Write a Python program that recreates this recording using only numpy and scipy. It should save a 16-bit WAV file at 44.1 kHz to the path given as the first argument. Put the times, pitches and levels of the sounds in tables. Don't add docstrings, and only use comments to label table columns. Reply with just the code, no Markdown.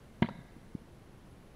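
import sys
import numpy as np
from scipy import signal
from scipy.io import wavfile
from scipy.ndimage import uniform_filter1d

SR = 44100
rng = np.random.default_rng(int(sys.argv[2]) if len(sys.argv) > 2 else 0)


def decibels_to_gain(level_db):
    exponent = np.asarray(level_db, float) / 20
    return 10 ** exponent


def store_wav(level_fs):
    pcm = np.round(np.clip(np.atleast_2d(level_fs), -1, 1) * 32767)
    wavfile.write(sys.argv[1], SR, pcm.T.astype(np.int16))


N = 68355
BLOW_S = 0.222


def rms(x):
    return np.sqrt(np.mean(x ** 2))


def peak(x, db):
    return x * decibels_to_gain(db) / np.abs(x).max()


def band(x, hz, width_hz):
    return signal.lfilter(*signal.iirpeak(hz, hz / width_hz, fs=SR), x)


def steep(x, hz, width_hz):
    return band(band(x, hz, width_hz), hz, width_hz)


def ring(x, hz, t60):
    pole = np.exp(2j * np.pi * hz / SR - np.log(1000) / (t60 * SR))
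    return signal.lfilter([1], [1, -pole], x).imag


def push(at, spread):
    t = np.arange(N) / SR - at
    return np.exp(-.5 * (t / spread) ** 2)


def late(x, s):
    return np.interp(np.arange(N) - s * SR, np.arange(N), x, left=0)


def walk(rate):
    hold = int(SR / rate)
    steps = np.repeat(rng.standard_normal(N // hold + 1), hold)
    return 1.8 * uniform_filter1d(uniform_filter1d(steps, hold), hold)[:N]


def air():
    # frequency in Hz, spectral level in dB per Hz.
    spectrum = np.array([(18, -0.5), (42, -5.5), (140, -4.5), (260, -9), (520, -16.5), (1500, -26),
                         (4500, -36.5), (15500, -47.5)])
    gust_db, flicker_db = 0.2, 0.5
    gust = walk(1.5)
    breeze = 0
    for hz in 16 * 2 ** np.arange(0, 10.1, .5):
        noise = steep(rng.standard_normal(N), hz, hz / 2)
        db = np.interp(np.log(hz), np.log(spectrum[:, 0]), spectrum[:, 1])
        swell_db = (gust_db * gust + flicker_db * walk(11.85)) * min(1, 600 / hz) ** 0.26
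        breeze = breeze + decibels_to_gain(db + swell_db) * noise
    insects = steep(rng.standard_normal(N), 10380, 1100)
    insect_gain = decibels_to_gain(-82.5 + 1.0 * walk(59))
    return breeze * decibels_to_gain(-54.5) / rms(breeze) + insects * insect_gain / rms(insects)


def edge_tick():
    t = np.arange(N) / SR - BLOW_S + 0.0034
    t60_s = 0.02
    noise = steep(rng.random(N) - .5, 7550, 9800)
    return peak(noise * (t > 0) * decibels_to_gain(-60 * np.abs(t) / t60_s), -56)


def slice_boom():
    # frequency in Hz, level in dB, t60 in seconds.
    body = [(237.2, -7, 0.066), (366, -2.5, 0.026)]
    # frequency in Hz, level in dB, t60 in seconds.
    tripod = [(129, 3.5, 0.0216)]
    force = np.gradient(push(BLOW_S, 0.00082))
    boom = sum(decibels_to_gain(db) * ring(force, hz, t60) for hz, db, t60 in body)
    boom = boom - 0.68 * sum(decibels_to_gain(db) * ring(force, hz, t60) for hz, db, t60 in tripod)
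    return peak(boom, -13.5)


def fibre_splits():
    splits_per_s = 8000
    return (rng.random(N) < splits_per_s / SR) * (rng.random(N) - .5)


def wood_modes(splits):
    # frequency in Hz, level in dB, t60 in seconds.
    upper_modes = [(505, -8.5, 0.031), (710, 1.5, 0.015), (950, 0, 0.046), (1126, -8.5, 0.044),
                   (1643, -0.5, 0.02), (2049, 0, 0.024), (2186, -2.5, 0.022), (2420, -7.5, 0.022),
                   (2795, -9, 0.019), (3075, -2, 0.015), (3400, -7, 0.0061), (4030, -18, 0.013),
                   (4400, -30, 0.011), (5800, -25.5, 0.015)]
    bite_s, late_s_per_octave = 0.00038, 0.0025
    wood = 0
    for hz, db, t60 in upper_modes:
        if hz < 5000:
            at = BLOW_S + late_s_per_octave * np.log2(hz / 800)
        else:
            at = BLOW_S - 3 * bite_s
        bite = splits * (push(at, bite_s) + 0.27 * push(BLOW_S + 0.0013, bite_s))
        wood = wood + peak(ring(steep(bite, hz, hz * 0.48), hz, t60), db)
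    return peak(wood, -18.5)


def fibre_crackle(splits):
    return peak(steep(splits * push(BLOW_S + 0.00064, 0.00108), 2100, 1720), -35.5)


def scatter(x, db, t60, start, rise):
    t = np.maximum(np.arange(N) / SR - start, 0)
    response = rng.standard_normal(N) * (1 - np.exp(-t / rise)) * decibels_to_gain(-60 * t / t60)
    unit_energy = response / np.sqrt(np.sum(response ** 2))
    return decibels_to_gain(db) * signal.fftconvolve(x, unit_energy)[:N]


def tails(boom, wood):
    near = wood + decibels_to_gain(9.5) * steep(wood, 4260, 1270)
    far = band(wood, 1600, 780) + decibels_to_gain(-5.5) * band(wood, 730, 600) + decibels_to_gain(8.5) * steep(wood, 3790, 600)
    low = steep(boom, 122, 140)
    posts = scatter(near, db=-13, t60=0.23, start=0.0043, rise=0.0031)
    trees = scatter(far, db=-15.5, t60=0.98, start=0.064, rise=0.011)
    return posts + trees + scatter(low, db=-14.5, t60=0.68, start=0.016, rise=0.024)


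def reflections(hit):
    # delay in seconds, level in dB, centre in Hz, width in Hz.
    paths = [
        (.0217, -12, 181, 305),
        (0.0857, -27, 150, 252),
    ]
    return sum(decibels_to_gain(db) * band(late(hit, s), hz, width) for s, db, hz, width in paths)


def rattles():
    # time in seconds, peak in dB, frequency in Hz, t60 in seconds.
    contacts = [(.2445, -34, 1530, 0.004), (.249, -46, 3150, 0.0073), (.261, -40, 2170, 0.0094),
                (.2615, -44, 3250, 0.013), (.267, -47, 1880, 0.022), (.2735, -45, 3540, 0.0069),
                (.2872, -33, 950, .017), (.288, -34, 550, 0.018), (.2905, -50, 3880, 0.016),
                (.2955, -38, 1360, 0.01)]
    grit = rng.standard_normal(N) * decibels_to_gain(4.1 * walk(700)) * push(0.2885, 0.0052)
    jolt = signal.lfilter(*signal.butter(3, 3600, fs=SR), band(grit, 1100, 2000))
    out = peak(jolt, -40.5)
    for s, db, hz, t60 in contacts:
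        force = np.gradient(push(s, 0.25 / hz))
        out = out + peak(ring(force, hz, t60), db)
    return out


def feet():
    # time in seconds, peak in dB, frequency in Hz.
    footfalls = [
        (.389, -38.5, 150),
        (0.565, -41.5, 228),
        (0.7511, -27, 193.6),
        (0.8188, -44.5, 191),
        (1.054, -55, 190),
    ]
    thuds = 0
    for s, db, hz in footfalls:
        force = np.gradient(push(s, 0.14 / hz))
        thuds = thuds + peak(ring(force, hz, 0.012), db)
    return -signal.lfilter(*signal.butter(1, 35, "high", fs=SR), thuds)


def scene():
    background = air()
    tick = edge_tick()
    boom = slice_boom()
    splits = fibre_splits()
    wood = wood_modes(splits) + tick + fibre_crackle(splits)
    hit = boom + wood
    mix = background + hit + tails(boom, wood) + reflections(hit) + rattles() + feet()
    return mix[None]


def top_cut(x):
    return signal.sosfilt(signal.butter(12, 15640, fs=SR, output="sos"), x)


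def record(dry):
    low_pass = signal.ellip(10, .2, 60, 15680, fs=SR, output="sos")
    return top_cut(signal.sosfilt(low_pass, dry))


dry = scene()
out = record(dry)
store_wav(out)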